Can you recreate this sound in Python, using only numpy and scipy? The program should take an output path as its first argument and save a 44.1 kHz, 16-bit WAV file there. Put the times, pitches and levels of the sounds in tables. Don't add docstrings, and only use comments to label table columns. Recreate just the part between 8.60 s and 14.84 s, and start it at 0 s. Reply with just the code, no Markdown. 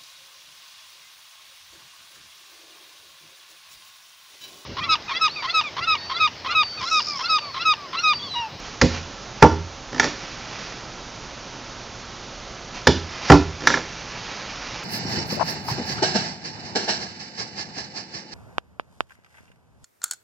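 import sys
import numpy as np
from scipy import signal
from scipy.fft import rfft, irfft, next_fast_len
from scipy.io import wavfile
from scipy.ndimage import uniform_filter1d

SR = 44100
rng = np.random.default_rng(int(sys.argv[2]) if len(sys.argv) > 2 else 0)


def int16_out(signal):
    q = np.round(np.clip(np.atleast_2d(signal).T, -1, 1) * 32767)
    wavfile.write(sys.argv[1], SR, q.astype(np.int16))


N = 275149
TIME = np.arange(N) / SR

# start_s, clank_db, crack_db, scrape_db
ARM_RELEASES = [(1.397, 4.5, -3.5, -31.5), (5.0716, 7.5, -1.5, -27.5)]


def from_db(db):
    return 10 ** (np.asarray(db) / 20)


def rms_one(x):
    return x / np.sqrt(np.mean(x ** 2) + 1e-20)


def at_hz(points, hz):
    known_hz, values = np.transpose(points)
    return np.interp(np.log(np.maximum(hz, 1)), np.log(known_hz), values)


def butter(x, hz, kind, order=2):
    sections = signal.butter(order, np.clip(hz, 10, .45 * SR), kind, fs=SR, output="sos")
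    return signal.sosfilt(sections, x + 1e-18)


def coloured(x, spectrum):
    size = next_fast_len(N)
    gain = from_db(at_hz(spectrum, np.arange(size // 2 + 1) * SR / size))
    return rms_one(irfft(rfft(x, size) * gain, size)[:N])


def grains(per_s, spread_db):
    clicks = (rng.random(N) < per_s / SR) * rng.choice([-1, 1], N)
    return rms_one(clicks * from_db(spread_db * rng.standard_normal(N)))


def swell(middle_s, half_length_s, level_db):
    return from_db(level_db) * np.exp(-((TIME - middle_s) / half_length_s) ** 2)


def add(track, start_s, sound):
    start = int(start_s * SR)
    track[start:start + len(sound)] += sound[:N - start]


def contact(grit_db, grit_s):
    t = TIME[:SR // 20]
    crunch = rng.standard_normal(len(t)) * np.exp(-t / grit_s)
    return (t == 0) + from_db(grit_db) * crunch / np.linalg.norm(crunch)


def ring(force, modes, swell_s, detune):
    t, ringing = TIME[:SR // 2], 0
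    for pitch_hz, level_db, t60_s in modes:
        loaded_hz = pitch_hz * (1 + detune * rng.standard_normal())
        ringing += from_db(level_db - 60 * t / t60_s) * np.cos(2 * np.pi * loaded_hz * t)
    return signal.fftconvolve(force, ringing * (1 - np.exp(-t / swell_s)))


def background(hiss_db=-38):
    # frequency_hz, relative_db
    hiss_curve = [(13, -30), (22, -4), (48, -1), (88, -11.5), (114, -2), (153, -8), (209, -6), (357, -10),
                  (384, -10), (539, -9.5), (813, -10), (1350, -11.5), (1900, -16), (6230, -17), (7200, -23),
                  (9360, -85), (15800, -120)]
    # pitch_hz, level_db
    hum_partials = [(120, -56.5), (360, -60), (542, -57), (1320, -57)]
    hum = sum(from_db(db) * np.sqrt(2) * np.sin(2 * np.pi * (hz * TIME + rng.random()))
              for hz, db in hum_partials)
    return from_db(hiss_db) * coloured(rng.standard_normal(N), hiss_curve) + hum


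def card_rustle(resting_fingers_db=-51.5):
    # frequency_hz, relative_db
    rustle_curve = [(150, 4.5), (400, -1.5), (900, 3), (1400, 2.5), (2000, 3.5), (2600, 2.5), (3600, -4),
                    (5500, -0.5), (7000, -7.5)]
    # middle_s, half_length_s, level_db
    finger_strokes = [(0.065, 0.053, -42), (0.345, 0.048, -33), (1.65, 0.14, -41.5), (2.0, 0.16, -39.5),
                      (4.17, 0.024, -37), (4.56, 0.077, -40), (4.665, 0.039, -34.5), (5.3, 0.67, -44.5),
                      (5.8, 0.25, -42.5), (6.15, 0.18, -40.5)]
    fibres = butter(grains(per_s=5500, spread_db=5.0), [120, 7000], "band", order=4)
    movement = from_db(resting_fingers_db) + sum(swell(*stroke) for stroke in finger_strokes)
    return movement * coloured(fibres, rustle_curve)


def clack(bus, start_s, clank_db, crack_db, rise_s=0.00065, decay_s=0.003):
    # pitch_hz, level_db, t60_s
    frame_modes = [(936, -7, 0.015), (1372, -14, 0.053), (1760, -1.5, 0.022), (1845, -1, 0.016),
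                   (2130, -8, 0.025)]
    clank = ring(contact(grit_db=-33, grit_s=0.013), frame_modes, swell_s=0.0023, detune=0.018)
    add(bus["clank"], start_s, from_db(clank_db) * clank)
    t = TIME[:SR // 20]
    envelope = (1 - np.exp(-t / rise_s)) * np.exp(-t / decay_s)
    add(bus["crack_envelope"], start_s, from_db(crack_db) * envelope)


def thump(bus, start_s, level_db, hardness_hz):
    # pitch_hz, level_db, t60_s
    desk_modes = [(178.5, -18.5, 0.16), (255.6, -10.5, 0.065), (308.3, -15.5, 0.19), (399, -7, 0.052),
                  (432.6, -20.5, 0.12), (498, -7.5, 0.048), (568, -10.5, 0.034), (675, -13.5, 0.065),
                  (785, -4.5, 0.032), (914, -13, 0.061), (957, -12.5, 0.057), (1103, -10.5, 0.039),
                  (1379, -9, 0.041)]
    force = butter(contact(grit_db=-6, grit_s=0.022), hardness_hz, "low")
    knock = ring(force, desk_modes, swell_s=0.00087, detune=0.035)
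    add(bus["knock"], start_s, from_db(level_db) * knock)


def shove(bus, start_s, level_db):
    # pitch_hz, level_db, t60_s
    boom_modes = [(75.9, -28, 0.28), (88.4, -15, 0.31), (117, -4.5, 0.07)]
    add(bus["boom"], start_s, ring(from_db([level_db]), boom_modes, swell_s=0.0019, detune=0.0046))


def staple_snap(bus, blade_after_s=0.0031, legs_after_s=0.00783):
    # start_s, level_db, desk_jolt_db
    snaps = [(0.2140, -0.5, -10), (4.2701, -1, 0)]
    for start_s, level_db, desk_jolt_db in snaps:
        clack(bus, start_s, clank_db=level_db + 5.5, crack_db=level_db - 5)
        thump(bus, start_s, desk_jolt_db, hardness_hz=594)
        clack(bus, start_s + blade_after_s, clank_db=level_db - 1.5, crack_db=level_db - 5)
        thump(bus, start_s + legs_after_s, level_db + 5.5, hardness_hz=353)
        shove(bus, start_s + legs_after_s, level_db - 1)


def head_landing(bus, pierce_lead_s=0.0036, weight_after_s=0.0035, crunch_after_s=0.0027):
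    # start_s, level_db, fold_delay_s, fold_db
    landings = [(0.8250, 2.5, 0.014, -8), (4.7001, 1, 0.0195, 4)]
    for start_s, level_db, fold_delay_s, fold_db in landings:
        clack(bus, start_s - pierce_lead_s, clank_db=level_db - 7, crack_db=level_db - 26)
        clack(bus, start_s, clank_db=level_db + 5, crack_db=level_db - 7)
        thump(bus, start_s, level_db + 10, hardness_hz=1990)
        shove(bus, start_s + weight_after_s, level_db + 3)
        fold_s = start_s + fold_delay_s
        clack(bus, fold_s, clank_db=fold_db - 3.5, crack_db=fold_db - 8)
        thump(bus, fold_s, fold_db + 5, hardness_hz=1320)
        shove(bus, fold_s, fold_db + 1.5)
        crunch = swell(fold_s + crunch_after_s, half_length_s=0.036, level_db=fold_db - 26.5)
        bus["scrape_envelope"] += crunch


def blade_slips(bus, lead_s=0.068, every_s=0.0165, jitter_s=0.0012):
    for release_s, *_ in ARM_RELEASES:
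        for tick in range(4):
            slip_s = release_s - lead_s + tick * every_s + jitter_s * rng.standard_normal()
            clack(bus, slip_s, clank_db=-22.5, crack_db=-26.5)
            thump(bus, slip_s, level_db=-19.5, hardness_hz=500)


def arm_release(bus, slide_after_s=0.048):
    for start_s, clank_db, crack_db, scrape_db in ARM_RELEASES:
        clack(bus, start_s, clank_db, crack_db)
        thump(bus, start_s, level_db=-13.5, hardness_hz=910)
        bus["scrape_envelope"] += swell(start_s + slide_after_s, half_length_s=0.06, level_db=scrape_db)


def magazine_rattle(bus):
    # start_s, clank_db, crack_db
    bounces = [(1.4297, -8, -24), (1.442, -15, -12.5), (1.451, -19, -22), (5.101, -3, -17.5),
               (5.140, 1, -16), (5.1722, -6, -30)]
    for start_s, clank_db, crack_db in bounces:
        clack(bus, start_s, clank_db, crack_db)
        thump(bus, start_s, level_db=-14, hardness_hz=910)


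def steel_mix(bus):
    # frequency_hz, relative_db
    edge_curve = [(300, -9), (1000, -5.5), (2100, -3), (2600, -8), (3300, -11), (4200, -10), (5400, -4),
                  (6400, -8), (7500, -2)]
    grit = butter(grains(per_s=15000, spread_db=2.0), 5920, "low", order=4)
    envelope = np.hypot(bus["crack_envelope"], bus["scrape_envelope"])
    return butter(bus["clank"], 1900, "low", order=4) + envelope * coloured(grit, edge_curve)


def desk_mix(bus):
    # delay_s, level_db
    wall_echoes = [(.0126, -12.5), (.0204, -2.5), (.0313, -14)]
    low_mids = butter(bus["knock"], [240, 560], "band", order=1)
    echoes = np.zeros(N)
    for delay_s, level_db in wall_echoes:
        add(echoes, delay_s, from_db(level_db) * low_mids)
    return butter(bus["knock"], 86, "high") + butter(bus["boom"], 50, "high") + echoes


def room_reverb(x, build_s=0.00091):
    # frequency_hz, level_db
    reverb_curve = [(60, 1), (150, -11.5), (280, -4), (450, -15.5), (1000, -7), (1800, -17.5), (3000, 1.5),
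                    (5000, -4), (7000, -5)]
    # frequency_hz, t60_s
    decay_times = [(100, 0.45), (500, .31), (1000, 0.33), (2000, 0.46), (6000, 0.36)]
    t, response = TIME[:SR * 3 // 4], 0
    edges_hz = np.geomspace(50, 9000, 16)
    for low, high in zip(edges_hz, edges_hz[1:]):
        centre_hz = np.sqrt(low * high)
        envelope = from_db(-60 * t / at_hz(decay_times, centre_hz)) * (1 - np.exp(-t / build_s))
        tail = butter(rng.standard_normal(len(t)), [low, high], "band") * envelope
        gain = from_db(at_hz(reverb_curve, centre_hz)) * np.sqrt(2 * (high - low) / SR)
        response += gain * tail / np.linalg.norm(tail)
    return signal.fftconvolve(x, response)[:N]


def scene(right_over_left_db=3.0):
    bus = {name: np.zeros(N) for name in ("clank", "knock", "boom", "crack_envelope", "scrape_envelope")}
    staple_snap(bus)
    head_landing(bus)
    blade_slips(bus)
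    arm_release(bus)
    magazine_rattle(bus)
    direct = steel_mix(bus) + desk_mix(bus) + card_rustle()
    pan = from_db([[-right_over_left_db / 2], [right_over_left_db / 2]])
    return (direct + room_reverb(direct) + background()) * pan


def gain_control(x, threshold_db=-9, slope=0.27, release_db_per_s=5, attack_hz=3):
    power = uniform_filter1d(np.mean(x ** 2, axis=0), size=1024)
    over_db = np.maximum(10 * np.log10(np.abs(power) + 1e-12) - threshold_db, 0)
    recovery_db = release_db_per_s * TIME
    cut_db = np.maximum.accumulate(slope * over_db + recovery_db) - recovery_db
    return x * from_db(-butter(cut_db, attack_hz, "low", order=1))


def record(dry, clip_level=1.05, mic_band_hz=7150, stopband_hz=16000):
    overloaded = np.clip(gain_control(dry), -clip_level, clip_level)
    mic_filter = signal.firwin(141, mic_band_hz, window=("kaiser", 9), fs=SR)[None]
    narrow = signal.fftconvolve(overloaded, mic_filter, mode="same", axes=1)
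    top_cut = signal.cheby2(12, 70, stopband_hz, fs=SR, output="sos")
    return signal.sosfilt(top_cut, np.clip(narrow, -1, 1))


dry = scene()
out = record(dry)
int16_out(out)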